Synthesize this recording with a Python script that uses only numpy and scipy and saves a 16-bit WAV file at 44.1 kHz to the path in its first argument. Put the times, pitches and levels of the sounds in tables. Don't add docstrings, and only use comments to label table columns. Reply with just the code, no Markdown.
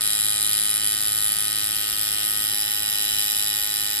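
import sys
import numpy as np
from scipy import signal
from scipy.fft import rfft, irfft, next_fast_len
from scipy.io import wavfile
from scipy.ndimage import map_coordinates

SR = 44100
rng = np.random.default_rng(int(sys.argv[2]) if len(sys.argv) > 2 else 0)


def persist_wave(psi):
    counts = np.round(np.clip(psi, -1, 1) * 32767).astype(np.int16)
    wavfile.write(sys.argv[1], SR, np.atleast_2d(counts).T)


N = 176400

# time in seconds, strokes per second.
STROKE_RATE = [(0.0, 105.2), (0.49, 105.2), (0.91, 105.7), (0.99, 105.0), (1.6, 105.5), (1.64, 105.3),
               (2.45, 105.3), (2.55, 104.2), (2.82, 105.1), (2.94, 104.7), (2.99, 104.1), (3.0, 104.8),
               (3.36, 104.5), (3.4, 104.1), (3.71, 104.8), (3.98, 104.5), (4.0, 105.0)]

def machine(jitter_s=7e-6, scatter_db=.4):
    cycles = np.cumsum(curve(STROKE_RATE)) / SR + .11
    strokes = np.interp(np.arange(1, int(cycles[-1]) + 1), cycles, np.arange(N) / SR)
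    strokes += jitter_s * rng.standard_normal(len(strokes))
    sizes = amp(scatter_db * rng.standard_normal(len(strokes)))
    return impacts(strokes, sizes) + sizzle(strokes) + frame_hum(cycles)


# frequency in Hz, relative level in dB.
ARMATURE_THUD = [(1080, -21), (1250, -24), (1500, -2.5), (1650, -4.5), (1900, -5), (2100, 0.5)]
COIL_CLACK = [(2250, -22), (2480, -13), (2740, -16.5), (2850, -11), (3400, -15.5), (4300, -15), (4800, -12),
              (5500, -11.5), (5900, -19), (6350, -17), (6700, -26)]
SPRING_TICK = [(6700, -16.5), (7050, -10), (8200, -10), (9000, -8.5), (9400, -12), (9700, -29.5)]
SPRING_RING = [(9600, -16.5), (10100, -4), (10450, -5.5), (10830, 3.5), (11150, -1.5), (11450, -10.5)]
# time in seconds, relative level in dB.
CLACK_ENVELOPE = [(0.0, -31.5), (0.49, -31.5), (0.76, -33), (2.4, -32.5), (3.5, -30.5), (3.68, -32.5),
                  (4.0, -31.5)]
TICK_ENVELOPE = [(0.0, -34.5), (0.26, -34.5), (0.78, -35.5), (0.89, -34), (1.06, -37.5), (1.34, -35),
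                 (1.56, -36.5), (2.43, -36.5), (2.53, -38), (3.32, -35.5), (4.0, -36.5)]
RING_ENVELOPE = [(0, -24), (0.3, -22), (0.6, -22.5), (0.75, -22.5), (0.81, -26.5), (0.87, -22.5),
                 (0.98, -24.5), (1.1, -23), (1.3, -23), (1.45, -25.5), (1.6, -25.5), (1.86, -26),
                 (2.3, -26.5), (2.6, -26.5), (3.0, -26.5), (3.3, -26), (3.65, -27.5), (4, -27)]

def impacts(strokes, sizes):
    thud = strike(strokes + .00029, sizes, ARMATURE_THUD, contact_s=.00028, rattle_s=.0038, room_db=-5)
    clack = strike(strokes + .0002, sizes, COIL_CLACK, contact_s=.0018, rattle_s=.0031, room_db=-4.5)
    tick = strike(strokes + .000201, sizes, SPRING_TICK, contact_s=.00051, rattle_s=.0028, room_db=-2)
    ring = strike(strokes + .000199, sizes, SPRING_RING, contact_s=.000513, rattle_s=.0016, room_db=-10.5)
    return (amp(-52.5) * thud
            + amp(curve(CLACK_ENVELOPE) + 4) * clack
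            + amp(curve(TICK_ENVELOPE) + 5) * tick
            + amp(curve(RING_ENVELOPE) + 2) * ring)


def strike(times, sizes, spectrum, contact_s, rattle_s, room_db, rattle_db=-6, hiss_db=-8):
    blows = pulses(times, sizes * np.interp(times * SR, np.arange(N), needle_drag()))
    t = np.arange(SR // 50) / SR
    rattle_energy = np.abs(convolved(blows ** 2, np.exp(-2 * t / rattle_s))[0])
    rattle = unit(np.sqrt(rattle_energy) * rng.standard_normal(N))
    low, high = spectrum[0][0], spectrum[-1][0]
    lag_s = lambda hz: contact_s * np.clip((high - hz) / (high - low), 0, 1)
    contact = filtered(blows, lambda hz: np.exp(-2j * np.pi * np.cumsum(lag_s(hz)) * hz[1]))
    sound = through_frame(unit(contact) + amp(rattle_db) * rattle, spectrum)[0]
    direct = unit(filtered(sound, ports))
    hiss = unit(convolved(rng.standard_normal((2, N)), resonance(spectrum)))
    diffuse = room(sound) + amp(hiss_db) * hiss
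    return unit(direct + amp(room_db) * diffuse)


# frequency in Hz with a light touch,
# frequency in Hz when pressed, width in Hz, gain in dB.
FRAME_MODES = [(2586, 2570, 69, 6.5), (3084, 3045, 150, 12.5), (3256, 3345, 51, 5.5), (3525, 3560, 95, 6.5),
               (3843, 3890, 230, 11), (4167, 4050, 106, 7), (4600, 5100, 90, 6.5), (4940, 4910, 150, 8.5),
               (5380, 5560, 130, 4), (8650, 7900, 380, 5.5)]

def through_frame(x, spectrum, size=4096, hand_wander=.22):
    hz = np.fft.rfftfreq(size, 1 / SR)[:, None]
    light_hz, pressed_hz, width_hz, gain_db = np.transpose(FRAME_MODES)

    def ringing(centre_hz):
        peaks_db = np.sum(gain_db / (1 + (2 * (hz - centre_hz) / width_hz) ** 2), axis=1)
        return unit(convolved(x, resonance(spectrum, peaks_db)))

    light, pressed = ringing(light_hz), ringing(pressed_hz)
    load = np.clip(pressure() + hand_wander * wobble(7), 0, 1)
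    return light + (pressed - light) * load


def pressure():
    return curve([(2.42, 0), (2.56, 1)])


def needle_drag(depth_db=.65):
    return amp(depth_db * wobble(6))


# frequency in Hz, relative level in dB.
SIZZLE_SPECTRUM = [(11300, -4), (11700, 2.5), (11950, 4.5), (12250, 1), (12480, -8), (12900, -24.5)]
# time in seconds, level in dB.
SIZZLE_ENVELOPE = [(0, -35), (.7, -37), (1.3, -34), (2, -31), (3, -30.5), (3.5, -29.5), (4, -29.5)]

def sizzle(strokes, burst_s=.00066, between_db=-13, room_db=-2.5):
    t = np.arange(SR // 100) / SR
    burst = (t / burst_s) ** 2 * np.exp(-2 * t / burst_s)
    gate = convolved(pulses(strokes, np.ones(len(strokes))), burst)[0]
    noise = (unit(gate) + amp(between_db)) * rng.standard_normal(N)
    sound = convolved(noise, resonance(SIZZLE_SPECTRUM))[0]
    heard = unit(unit(filtered(sound, ports)) + amp(room_db) * room(sound, patterns=2))
    return amp(curve(SIZZLE_ENVELOPE)) * heard * needle_drag()


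# multiple of the stroke rate,
# level in dB with a light touch, level in dB when pressed.
FRAME_HARMONICS = [(1, -52.5, -57), (2, -58, -62), (3, -54.5, -56), (4, -60, -62), (5, -72.5, -75),
                   (6, -61, -61.5), (7, -59.5, -62.5), (8, -54.5, -50), (9, -65, -72), (10, -63, -63),
                   (11, -56.5, -58.5), (12, -48, -53), (13, -58, -60), (14, -49.5, -50.5), (15, -57, -59),
                   (16, -62.5, -61), (17, -50, -49), (18, -45, -45), (19, -55, -53), (20, -51.5, -52.5),
                   (21, -57.5, -55), (22, -68, -63), (23, -56.5, -51)]

def frame_hum(cycles, lag_s=.000914, waver_db=.9, scatter_rad=.65):
    load = pressure()
    stroke_hz = np.mean(curve(STROKE_RATE))
    out = np.zeros((2, N))
    for harmonic, light_db, pressed_db in FRAME_HARMONICS:
        hz = harmonic * stroke_hz
        rms = amp(light_db + (pressed_db - light_db) * load + waver_db * wobble(7.04))
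        phase = 2 * np.pi * (harmonic * cycles - hz * lag_s) + scatter_rad * rng.standard_normal()
        out += np.sqrt(2) * rms * np.real(ports(hz)[:, None] * np.exp(1j * phase))
    return out


# frequency in Hz,
# left-right phase difference in radians, left-right level difference in dB.
PORT_DIFFERENCES = [(105.0, -0.2, -1.8), (420.0, -0.7, -3.1), (840.0, -0.7, -0.2), (1260.0, 0.0, -0.0),
                    (1890.0, 0.3, 0.4), (2100.0, 0.5, -1.3), (2420.0, 1.5, -1.2), (2630.0, 2.9, -0.6),
                    (3120.0, 2.9, -1.2), (3270.0, 1.3, 2.5), (3470.0, 0.7, -0.3), (3830.0, 1.2, -1.6),
                    (4350.0, 1.7, -1.8), (4900.0, 1.5, -4.2), (5450.0, 2.7, -1.0), (6000.0, 3.1, -0.1),
                    (6700.0, 3.6, 0.1), (7100.0, 5.4, -0.3), (7900.0, 6.3, 0.3), (8650.0, 6.8, 0.3),
                    (9100.0, 7.9, 0.1), (9600.0, 9.2, -0.0), (10450.0, 9.7, 0.0), (10850.0, 10.2, 0.0),
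                    (11200.0, 10.7, -0.3), (11450.0, 11.3, -0.1), (11900.0, 12.4, -0.0),
                    (12400.0, 12.6, -0.6)]

def ports(hz):
    phase, level_db = along(PORT_DIFFERENCES, hz), along(PORT_DIFFERENCES, hz, column=2)
    left = amp(level_db / 2) * np.exp(.5j * phase)
    return np.array([left, 1 / left])


def room(x, patterns=5, t60_s=.11, gap_s=.0012):
    t = np.arange(SR // 4) / SR
    position = np.linspace(0, patterns - 1, N)
    wet = np.zeros((2, N))
    for k in range(patterns):
        tail = rng.standard_normal((2, len(t))) * amp(-60 * t / t60_s) * (t > gap_s)
        crossfade = np.cos(np.pi / 2 * np.clip(position - k, -1, 1))
        wet += crossfade * convolved(x, tail)
    return unit(wet)


# frequency in Hz, relative spectral density in dB.
RUMBLE_SPECTRUM = [(15, -25), (30, -5.5), (70, -4), (130, -4.5), (260, -10), (450, -10), (750, -12.5),
                   (980, -20.5), (1300, -11.5), (2500, -9), (5000, -63)]
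# frequency in Hz, correlation from 0 to 1.
RUMBLE_COHERENCE = [(30, 0.87), (120, 0.85), (300, 0.37), (800, 0.21), (1500, 0.79)]

def room_noise(start_db=-44.5, fall_db_per_s=.03):
    def mid_side_gains(hz):
        angle = np.arccos(np.clip(along(RUMBLE_COHERENCE, hz), -1, 1)) / 2
        return amp(along(RUMBLE_SPECTRUM, hz)) * [np.cos(angle), np.sin(angle)]

    mid, side = filtered(rng.standard_normal((2, N)), mid_side_gains)
    level_db = start_db - fall_db_per_s * np.arange(N) / SR + .16 * wobble(3.6)
    return amp(level_db) * unit(np.array([mid + side, mid - side]))


def resonance(spectrum, lift_db=0, size=4096):
    hz = np.fft.rfftfreq(size, 1 / SR)
    octaves_below = np.maximum(np.log2(spectrum[0][0] / (hz + 1)), 0)
    octaves_above = np.maximum(np.log2((hz + 1) / spectrum[-1][0]), 0)
    skirt_db = np.minimum(150 * (octaves_below + octaves_above), 55)
    cepstrum = irfft(np.log(amp(along(spectrum, hz) + lift_db - skirt_db)))
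    cepstrum[1:size // 2] *= 2
    cepstrum[size // 2 + 1:] = 0
    return irfft(np.exp(rfft(cepstrum)))


def pulses(times, sizes, order=8):
    at = times[:, None] * SR
    index = np.floor(at).astype(int) + np.arange(1 - order, order + 1)
    shape = np.sinc(index - at) * np.cos(np.pi * (index - at) / (2 * order)) ** 2
    return np.bincount(np.clip(index, 0, N).ravel(), (sizes[:, None] * shape).ravel(), N + 1)[:N]


def amp(db):
    return 10 ** (np.asarray(db) / 20)


def unit(x):
    return x / np.sqrt(np.mean(x ** 2) + 1e-20)


def along(rows, hz, column=1):
    rows = np.asarray(rows, float)
    return np.interp(np.log(hz + 1), np.log(rows[:, 0] + 1), rows[:, column])


def curve(rows):
    return np.interp(np.arange(N) / SR, *np.transpose(rows))


def wobble(knots_per_s):
    return map_coordinates(rng.standard_normal(N // 100), [np.arange(N) * knots_per_s / SR], mode="mirror")


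def filtered(x, response):
    size = next_fast_len(N + SR // 2)
    return irfft(rfft(x, size) * response(np.fft.rfftfreq(size, 1 / SR)), size)[..., :N]


def convolved(x, response):
    return signal.fftconvolve(np.atleast_2d(x), np.atleast_2d(response), axes=1)[:, :N]


def scene():
    return machine() + room_noise()


# frequency in Hz, gain in dB.
MIC_RESPONSE = [(12300, -1.5), (12800, -5.5), (13600, -35)]

def record(dry):
    top_hz = 13620
    return filtered(dry, lambda hz: amp(along(MIC_RESPONSE, hz)) * (hz < top_hz))


dry = scene()
out = record(dry)
persist_wave(out)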